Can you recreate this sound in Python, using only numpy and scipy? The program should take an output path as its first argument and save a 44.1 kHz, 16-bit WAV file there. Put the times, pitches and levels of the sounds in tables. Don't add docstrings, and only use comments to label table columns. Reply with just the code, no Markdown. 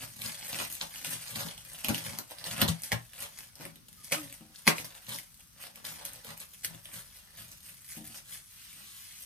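import sys
import numpy as np
from scipy import signal
from scipy.fft import rfft, irfft
from scipy.io import wavfile
from scipy.ndimage import uniform_filter1d

SR = 44100
rng = np.random.default_rng(int(sys.argv[2]) if len(sys.argv) > 2 else 0)


def elevation(decibels):
    levels = np.asarray(decibels, float)
    return 10 ** (levels / 20)


def generate_wav(signal):
    frames = np.transpose(np.atleast_2d(signal))
    scaled = np.clip(frames, -1, 1) * 32767
    pcm = np.round(scaled).astype(np.int16)
    wavfile.write(sys.argv[1], SR, pcm)


N = 407925

# peak_s, rise_ms, fall_ms, level_db (relative), coarseness_db
RUSTLES = [(0.038, 114, 14, -45, -3.5), (0.256, 38, 74, -40, -7.5), (0.478, 42, 69, -43, -15),
           (0.621, 91, 22, -38.5, -4.5), (0.724, 25, 30, -39.5, -30), (0.82, 7, 10, -36.5, -1),
           (0.943, 10, 52, -44.5, -9.5), (1.047, 3, 21, -38, -4.5), (1.133, 51, 19, -36, -11),
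           (1.28, 107, 63, -45, -7), (1.358, 10, 51, -39.5, -3.5), (1.395, 0, 67, -41, -1),
           (1.515, 188, 11, -71, -25), (1.739, 80, 191, -57, -8), (1.85, 15, 15, -47.5, 3.5),
           (1.889, 0, 9.5, -35, 5.5), (1.95, 1, 14, -39, -8), (2.041, 7, 72, -42.5, -3.5),
           (2.171, 153, 11, -54, 1), (2.317, 17, 16, -49, -1), (2.465, 18, 10, -41.5, -6),
           (2.527, 66, 14, -39.5, -3.5), (2.628, 33, -2, -34.5, 2.5), (2.685, 5.5, 12, -34, -1),
           (2.846, 8, 26, -40, -12.5), (2.925, 6.5, 8.5, -35, 3.5), (3.236, 42.5, 21, -40.5, -5.5),
           (3.403, 83, 55, -50, -7.5), (3.624, 29, 44, -51.5, 0.5), (3.887, -3, -6, -53, -7),
           (4.051, 3, 0, -42, -33), (4.127, 5.5, 12.5, -28, -1), (4.342, 3, 6, -46, -8),
           (4.561, 18, 72, -53, -12.5), (4.679, 7, 10, -24, -3), (4.786, 18, 22, -41, -4.5),
           (4.856, 7, 5.5, -40.5, -15), (4.957, 10, 8, -49, -13), (5.092, 10, 52, -39.5, -6),
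           (5.17, 42, 32, -46, -17), (5.396, 3, 10, -49.5, -7.5), (5.632, 28.5, 39, -47.5, -2.5),
           (5.751, 0, 63, -56.5, -0.5), (5.848, 4.5, 88, -42.5, -6), (6.006, 18, 30, -54, 3.5),
           (6.059, 9, 26, -43.5, -6), (6.143, 38, 51, -52, -4), (6.292, 34, 32, -48, 1),
           (6.409, 23, 29, -47, -7), (6.544, 24, 11, -51.5, -11), (6.648, 7.5, 6, -33, -15),
           (6.722, 40, 45, -56, -0.5), (6.848, 2, 56, -53, -7.5), (6.942, 15, 54, -42.5, -8.5),
           (7.178, 54, 25, -53.5, -10.5), (7.394, 23.5, 38, -47, -6.5), (7.515, 35, 30, -53, -10),
           (7.688, 41, 28, -48.5, -12), (7.922, 39, 13, -43, -19.5), (7.966, 23, 18, -45.5, -13),
           (8.08, 60, -3, -50, -15), (8.176, 58, 13, -46.5, -6.5), (8.343, 40, 27, -42.5, -13),
           (8.8, 31, 30, -64, 1.5), (9.228, 23, 0, -46, -38)]
# time_s, level_db (relative), coarseness_db
SLIDING = [(0.0, -52.5, -12), (0.62, -50.5, -7), (1.6, -54.5, -9), (1.98, -43.5, -5), (2.26, -60, -21),
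           (2.68, -52.5, -7), (3.05, -58.5, -12), (3.37, -67, -25), (3.84, -69, -20), (4.04, -54.5, -11),
           (4.17, -45, -7.5), (4.48, -65.5, -10), (4.95, -56.5, -1.5), (5.28, -60, -25), (5.5, -63, -30),
           (6.1, -82, -3), (6.6, -55, -30), (6.95, -58.5, -16), (7.25, -61.5, -5), (7.8, -55.5, -19.5),
           (8.3, -60.5, -14), (8.46, -56, -27), (8.6, -61, -22), (9.25, -51, -17)]
# lowest_hz, highest_hz, buckles_per_s, trim_db, snap_trim_db, snap_decay_s
CREASES = [(6700, 13400, 2800, -6, 2, 0.00063), (1700, 5830, 1600, -6, -2.5, 0.00086),
           (510, 1740, 900, -5, 0, 0.0093), (66.5, 375, 630, -6.5, -3.5, 0.015)]
# peak_s, rise_ms, fall_ms, level_db (relative), pitch_hz
FLAPS = [(0.03, 61, 39, -48.5, 140), (0.263, 62, 36, -47, 182), (0.606, 83, 18, -52, 175),
         (0.826, 3, 12, -46.5, 210), (1.087, 36, 14, -45.5, 183), (1.149, 19, 11, -43, 172),
         (1.383, 30, 0, -36.5, 138), (1.435, 17, 24, -35.5, 153), (1.898, 7, 11, -21, 169),
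         (2.084, 41, 60, -42, 138), (2.553, 53, -2, -41.5, 170), (2.628, 19, 20, -27.5, 154),
         (2.694, 4, 12.5, -23.5, 115), (2.929, 6.5, 23, -30.5, 130), (3.607, 12, 88, -46.5, 210),
         (4.01, 197, 45, -60.5, 165), (4.128, 1, 23, -55, 176), (4.264, 49, 12, -50, 165),
         (4.685, -0.5, 3.5, -21.5, 235), (4.792, 0, 39, -45, 165), (5.091, 3, 32, -42, 170),
         (5.946, 182, 22, -57.5, 181), (6.115, 40, 45.5, -58, 148), (6.299, 32, 25, -50.5, 140),
         (6.736, 45, 25, -48, 145), (6.98, 26, 9, -50, 139.5), (7.408, 24, 28, -52.5, 117),
         (8.09, 31, 22, -54, 130), (8.8, 54, 87, -61, 195)]
# frequency_hz, weight_db
HOUSE_COLOUR = [(22, -50), (38, 3), (176, -1.5), (394, -19), (700, -20), (1200, -9), (1830, -13.5),
                (6270, -9), (7290, -23), (8480, -12), (13300, -11.5), (15500, -25.5)]
# start_s, level_db, fine_part_db, wide_part_db, fold_pitch_hz
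SNAPS = [(0.0277, -38, -7, -11, 2620), (0.2184, -22.5, -5.5, -35, 2170), (0.261, -23, -10, -30, 4690),
         (0.351, -32, -9, -27, 3000), (0.4105, -33, -8, -22, 2500), (0.427, -29.5, -16, -17.5, 2200),
         (0.445, -39, -10, -20.5, 2800), (0.4689, -35, 0, -28, 2400), (0.5295, -24, -15, -14, 2860),
         (0.545, -22, -13, -20, 2800), (0.5875, -21.5, -20, -18.5, 2750), (0.601, -21.5, -15, -12, 2800),
         (0.612, -26.5, -17, -11, 1800), (0.631, -26, -9, -33, 5800), (0.65, -24.5, -7, -35, 2300),
         (0.7014, -32, -9, -19, 2280), (0.726, -35.5, 6, -16, 3500), (0.752, -32, 1, -31, 3500),
         (0.8128, -16.5, -26, -29, 1770), (0.94, -33, -6, -32, 2300), (0.9583, -30, -17, -33, 2800),
         (0.992, -33, -12, -21, 2300), (1.0468, -21.5, -9, -42, 2730), (1.3077, -35, 3, -31, 2120),
         (1.355, -27.5, -12, -28, 2770), (1.3593, -26, -13, -14, 1900), (1.385, -30, -12, -17, 2000),
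         (1.486, -27, -12, -41, 4060), (1.5112, -30.5, -11, -33, 3000), (1.5782, -32, -6.5, -23, 3000),
         (1.733, -40, 7, -13, 2040), (1.8457, -14.5, -8, -22, 2290), (1.8844, -16.5, -3.5, -18, 2240),
         (1.9455, -16.5, -10.5, -32, 3040), (1.9803, -21, -11, -23, 2300), (2.1868, -20, -2.5, -17, 5700),
         (2.31, -38.5, 1, -11, 1890), (2.385, -29.5, -8.5, -40, 4540), (2.4414, -22.5, -10, -27, 4460),
         (2.5143, -42, -9, -14, 4800), (2.5703, -30, -6, -28, 3000), (2.58, -27, -2, -15, 2240),
         (2.598, -35, -6, -23, 2600), (2.616, -9, -6.5, -24, 3200), (2.618, -10.5, -7.5, -26, 2870),
         (2.623, -20.5, -10, -1, 1750), (2.634, -30, 1, -30, 2050), (2.68, -26, 0, -26, 1850),
         (2.685, -17.5, -7, -23.5, 3320), (2.82, -40, 9, -13, 2210), (2.835, -25, 0.5, -29, 5070),
         (2.9187, -11.5, -12.5, -24, 1740), (3.134, -35, -4, -25, 1680), (3.2048, -42, 9, -18, 1620),
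         (3.225, -37, 7, -27, 2250), (3.3883, -30.5, -1.5, -22.5, 1860), (3.555, -37, -3.5, -28, 5340),
         (3.6097, -39.5, -3, -4, 1970), (3.6527, -26.5, -4.5, -19, 2230), (3.7578, -39.5, -3.5, -39, 3430),
         (3.8841, -42, 0, -32, 2740), (3.929, -43, 0, -34, 2050), (4.0452, -34, -1, -32, 5780),
         (4.12, -20.5, 0, -31, 2340), (4.1236, -12, -11, -17, 2300), (4.3264, -35.5, 0, -31, 2260),
         (4.409, -49, -8, -7, 2070), (4.559, -33.5, -14, -41.5, 4950), (4.659, -44, 2, -20, 1800),
         (4.6687, -17.5, -7, -10, 4190), (4.6769, 0.5, -22.5, -17, 2050), (4.699, -20, -10.5, -13.5, 2100),
         (4.7828, -19.5, -13.5, -25, 2190), (4.8451, -28, -8, -18, 5970), (5.046, -44, -1, -17, 3000),
         (5.068, -35, -21, -28, 2820), (5.0908, -33, -9, -14.5, 1840), (5.116, -31.5, -9, -17, 2290),
         (5.145, -26, -8, -22, 5000), (5.152, -31, -10, -17.5, 3500), (5.1867, -27.5, -3, -45, 1890),
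         (5.343, -46, 1, -30, 4000), (5.6134, -39, -2, -25, 2520), (5.6256, -37, 0, -34, 2500),
         (5.7577, -34, -2.5, -38, 1970), (5.851, -23.5, -11, -48, 3540), (5.867, -28, -10, -27, 2170),
         (5.882, -36, -5, -31, 2730), (6.0028, -45, -6, -9, 3140), (6.0521, -31, 5, -25, 3300),
         (6.1338, -42, 7, -25, 3000), (6.2467, -35.5, 0, -26, 3080), (6.377, -43.5, 8.5, -29, 4400),
         (6.4025, -40, 8, -17, 1740), (6.647, -17.5, -4, -31, 1550), (6.8554, -31.5, -5, -37, 3270),
         (6.892, -47, -9, -7, 1700), (6.9304, -44, -9, -8, 1700), (6.9437, -42, -8, -29, 3200),
         (7.517, -37.5, -3, -20, 5950), (8.075, -49.5, 14, -28, 5550), (8.1448, -35.5, -12, -17, 3090),
         (8.73, -40, -3, -33, 2300)]
# time_s, pitch_hz, level_db (relative), octave_db
SQUEAKS = [
    [(4.14, 301, -64, -15), (4.166, 312, -46, -20), (4.216, 303.7, -43, -24), (4.24, 288, -49, -10),
     (4.268, 271, -59, -10), (4.295, 276, -76, 4), (4.325, 283, -62, -11), (4.35, 282, -75, 0),
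     (4.38, 276, -83, 1)],
    [(3.97, 1300, -74, -17), (3.99, 1270, -71, -20), (4.03, 1200, -75, -20)],
    [(4.13, 1250, -54, -20), (4.17, 1250, -52, -20), (4.205, 1300, -66, -20)],
]
# start_s, level_db (relative)
BUMPS = [(4.409, -36.5), (4.447, -43), (4.495, -45), (7.97, -32), (8.003, -33.5), (8.038, -41.5),
         (8.094, -45)]
# frequency_hz, level_db (relative), t60_s
ROLL_MODES = [(165, 7.5, 0.079), (217, 2, 0.16), (307, -4, 0.21), (453, -20, 0.12), (524, -19, 0.23),
              (660, -20, 0.23), (770, -16.5, 0.28), (903, -17.5, 0.12)]
# time_s, level_db (relative)
PALM_STROKE = [(8.42, -86), (8.52, -59.5), (8.62, -56), (8.8, -57), (9.0, -54.5), (9.15, -58), (9.25, -63)]
# frequency_hz, weight_db
PALM_COLOUR = [(300, -32), (700, -16), (1200, -6.5), (2500, 1), (5000, -3), (9000, -3.5), (15000, -7)]
# frequency_hz, t60_s, level_db (relative), likeness
TAIL = [(130, 0.095, 0, 1), (288, 0.17, 8.5, -0.49), (907, 0.23, 6.5, -0.24), (2980, 0.19, 4, -0.03),
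        (6100, 0.15, 9, -0.013), (11500, 0.092, -5.5, 0.32)]
# frequency_hz, t60_s, level_db (relative)
ROOM_MODES = [(119, 0.31, 4.5), (165, 0.2, 3.5), (217.2, 0.16, -5.5), (260, 0.068, -4), (310, 0.24, -6.5),
              (570, 0.18, 0.5)]
# frequency_hz, gain_db
HANDLING_COLOUR = [(25, -49), (60, -7.5), (120, -11.5), (230, -5), (380, -6), (560, -2.5), (2000, -4),
                   (5000, -1), (6600, -2.5), (7300, -9), (8100, 0.5), (14900, 1), (15500, -39.5),
                   (17000, -36)]
# frequency_hz, left_minus_right_db
PORTS = [(60, -1), (110, 5.5), (200, 6), (380, -1.5), (700, 2.5), (1290, -0.5), (2380, -1), (4400, -0.5),
         (8120, 4), (15000, 1)]


def colour(x, points_db):
    hz, db = np.transpose(points_db)
    f = np.maximum(np.fft.rfftfreq(x.shape[-1], 1 / SR), 1)
    gain = elevation(np.interp(np.log(f), np.log(hz), db))
    return irfft(rfft(x) * gain, x.shape[-1])


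def ring(x, hz, width):
    return signal.lfilter(*signal.iirpeak(min(hz, 0.45 * SR), hz / width, SR), x)


def unit(x):
    return x / np.sqrt(np.mean(x ** 2))


def walk(rate):
    hold = int(SR / rate)
    levels = np.repeat(rng.standard_normal(N // hold + 1), hold)
    return 1.2 * uniform_filter1d(levels, hold)[:N]


def damping(t, t60):
    return np.exp(-np.log(1000) * t / t60)


def swells(s, rise_ms, fall_ms, db):
    step = 96
    roundness = 1.3
    rise, fall = np.maximum(rise_ms, 2) / 1000, np.maximum(fall_ms, 2) / 1000
    late = np.arange(0, N + step, step) / SR - s[:, None]
    away = np.where(late < 0, -late / rise[:, None], late / fall[:, None]) ** roundness
    power = np.sum(elevation(db[:, None] - 6 * away) ** 2, axis=0)
    return np.interp(np.arange(N), np.arange(len(power)) * step, power)


def handling(base_db, slope):
    s, rise, fall, db, coarse = np.transpose(RUSTLES)
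    slide_s, slide_db, slide_coarse = np.transpose(SLIDING)
    sliding_db = np.interp(np.arange(N) / SR, slide_s, slide_db + slope * slide_coarse)
    rustling = swells(s, rise, fall, db + slope * coarse)
    return elevation(base_db) ** 2 * (elevation(sliding_db) ** 2 + rustling)


def crackle(lo_hz, hi_hz, rate, odds, size, centre_hz=None):
    run_s, even_s, patchy_db = 0.00015, 0.05, 2.5
    happens = odds < rate / SR
    run = np.sqrt(signal.lfilter([1], [1, -np.exp(-1 / (run_s * SR))], happens * size ** 2))
    out = 0
    for hz in np.geomspace(lo_hz, hi_hz, 7):
        clicks = run * rng.standard_normal(N) * elevation(patchy_db * walk(22))
        clicks = ring(ring(clicks, hz, 0.33 * hz), hz, 1.53 * hz) / np.sqrt(hz)
        if centre_hz is not None:
            clicks = clicks * np.exp(-(np.log(hz / centre_hz) / 0.49) ** 2)
        out = out + clicks
    return out / np.sqrt(uniform_filter1d(out ** 2, size=int(even_s * SR)) + 1e-18)


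def house():
    shared, left, right = rng.standard_normal((3, N))
    rumble = ring(shared, 46, 250) * elevation(2.9 * walk(3.4))
    hiss = 0.8 * np.array([left, right])
    return elevation(-61) * unit(colour(hiss + rumble, HOUSE_COLOUR))


def snaps(lo_hz, hi_hz, db, decay_s, pitched):
    let_go = 1.2
    s, fold_hz = np.array(SNAPS)[:, 0], np.array(SNAPS)[:, -1]
    t = np.arange(2048) / SR
    bursts = rng.standard_normal((len(s), len(t))) * np.exp(-t / decay_s)
    bursts[:, 0] += let_go * np.sqrt(decay_s * SR)
    edges = [max(lo_hz * 1.02, 147), min(hi_hz * 1.01, 0.45 * SR)]
    bursts = signal.sosfilt(signal.butter(2, edges, "band", fs=SR, output="sos"), bursts)
    out = np.zeros(N + len(t))
    for burst, start, hz, gain in zip(bursts, (s * SR).astype(int), fold_hz, elevation(db)):
        if pitched:
            burst = 0.35 * burst + ring(burst, hz, 0.3 * hz)
        level = np.sqrt(decay_s * SR / np.sum(burst ** 2) / 4)
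        out[start:start + len(t)] += burst * gain * level
    return out[:N]


def squeak():
    out, t = np.zeros(N), np.arange(N) / SR
    for s, hz, db, octave_db in map(np.transpose, SQUEAKS):
        pitch = np.interp(t, s, hz) * (1 + 0.0141 * walk(90))
        phase = 2 * np.pi * np.cumsum(pitch) / SR
        tone = np.sin(phase) + elevation(np.interp(t, s, octave_db)) * np.sin(2 * phase)
        level = elevation(np.interp(t, s, db, -140, -140))
        out += np.sqrt(2) * tone * elevation(2.5 * walk(60)) * level
    return out


def bumps():
    push_s = 0.0023
    t, blows = np.arange(SR // 2) / SR, np.zeros(N)
    for s, db in BUMPS:
        blows[int(s * SR)] = elevation(db)
    rings = sum(elevation(db) * np.sin(2 * np.pi * hz * t) * damping(t, t60) for hz, db, t60 in ROLL_MODES)
    soft_onset = 1 - np.exp(-t / push_s)
    return signal.fftconvolve(blows, rings * soft_onset / 2)[:N]


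def palm():
    s, db = np.transpose(PALM_STROKE)
    swish = unit(colour(rng.standard_normal(N), PALM_COLOUR))
    return swish * elevation(np.interp(np.arange(N) / SR, s, db, -140) + 0.39 * walk(27))


def even(x):
    n = x.shape[-1]
    spectrum = rfft(x)
    total, k = np.cumsum(abs(spectrum) ** 2, axis=-1), np.arange(spectrum.shape[-1])
    reach = (k * 0.16).astype(int) + 15
    lo, hi = np.maximum(k - reach, 0), np.minimum(k + reach, k[-1])
    mean_power = (total[:, hi] - total[:, lo]) / (hi - lo)
    cepstrum = irfft(-np.log(mean_power) / 2, n)
    fold = np.r_[1, np.full(k[-1] - 1, 2), 1, np.zeros(n - k[-1] - 1)]
    return irfft(spectrum * np.exp(rfft(cepstrum * fold)), n)


def room(lag):
    early_db, early_s = 14, 0.0005
    t = np.arange(SR // 2) / SR
    onset = np.clip(t / 0.0002, 0, 1)
    out = np.zeros((2, len(t)))
    out[0, lag] = out[1, 2] = elevation(3.5)
    for hz, t60, db, like in TAIL:
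        noise = rng.standard_normal((3, len(t)))
        shared, left, right = 1.57 * ring(ring(noise, hz, 1.21 * hz), hz, 1.21 * hz)
        like = np.clip(like, -1, 1)
        common = np.sqrt(abs(like)) * shared * np.array([[1], [np.sign(like)]])
        separate = np.sqrt(1 - abs(like)) * np.array([left, right])
        decay = damping(t, t60) * (1 + elevation(early_db) * np.exp(-t / early_s))
        level = elevation(db) * np.sqrt(2 * np.log(1000) / t60 / SR)
        out += level * (common + separate) * onset * decay
    out = elevation(6.5) * even(out)
    for hz, t60, db in ROOM_MODES:
        out += elevation(db - 47.5) * np.sin(2 * np.pi * hz * t) * damping(t, t60)
    return out


def film():
    s, rise, fall, flap_db, flap_hz = np.transpose(FLAPS)
    powers = [handling(0, 0), handling(2.5, 0.46), handling(0, 1.395),
              handling(-11, 0.66) + swells(s, rise, fall, flap_db)]
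    centres = [None, None, None, np.interp(np.arange(N) / SR, s, flap_hz)]
    _, snap_db, fine_db, wide_db, _ = np.transpose(SNAPS)
    snap_levels = [snap_db + fine_db, snap_db, snap_db + wide_db, snap_db + wide_db - 1]
    pitched = [False, True, False, False]
    odds = rng.random(N) / elevation(4.0 * walk(70))
    size = elevation(np.minimum(4.6 * rng.exponential(size=N), 16))
    out = palm()
    for crease, power, level, centre, leans in zip(CREASES, powers, snap_levels, centres, pitched):
        lo, hi, rate, trim, snap_trim, decay_s = crease
        out = out + elevation(trim) * np.sqrt(power) * crackle(lo, hi, rate, odds, size, centre)
        out = out + snaps(lo, hi, level + snap_trim, decay_s, leans)
    return out


def in_room(source):
    places, moves_per_s = 10, 16
    position = np.arange(N) / SR * moves_per_s + walk(14)
    heard = np.zeros((2, N))
    for k in range(places):
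        distance = abs((position - k + places / 2) % places - places / 2)
        share = np.clip(1 - distance, 0, 1)
        here = source[None] * np.sqrt(share)
        heard += signal.fftconvolve(here, room(k % 3 + 1), axes=1)[:, :N]
    return heard


def scene():
    handled = in_room(film()) + elevation(6.0) * squeak() + bumps()
    return colour(handled, HANDLING_COLOUR) + house()


def roll_off(x):
    return signal.sosfilt(signal.butter(12, 16480, fs=SR, output="sos"), x)


def record(dry):
    hz, db = np.transpose(PORTS)
    left = colour(dry[0], np.transpose([hz, db / 2]))
    right = colour(dry[1], np.transpose([hz, -db / 2]))
    return roll_off(np.array([left, right]))


dry = scene()
out = record(dry)
generate_wav(out)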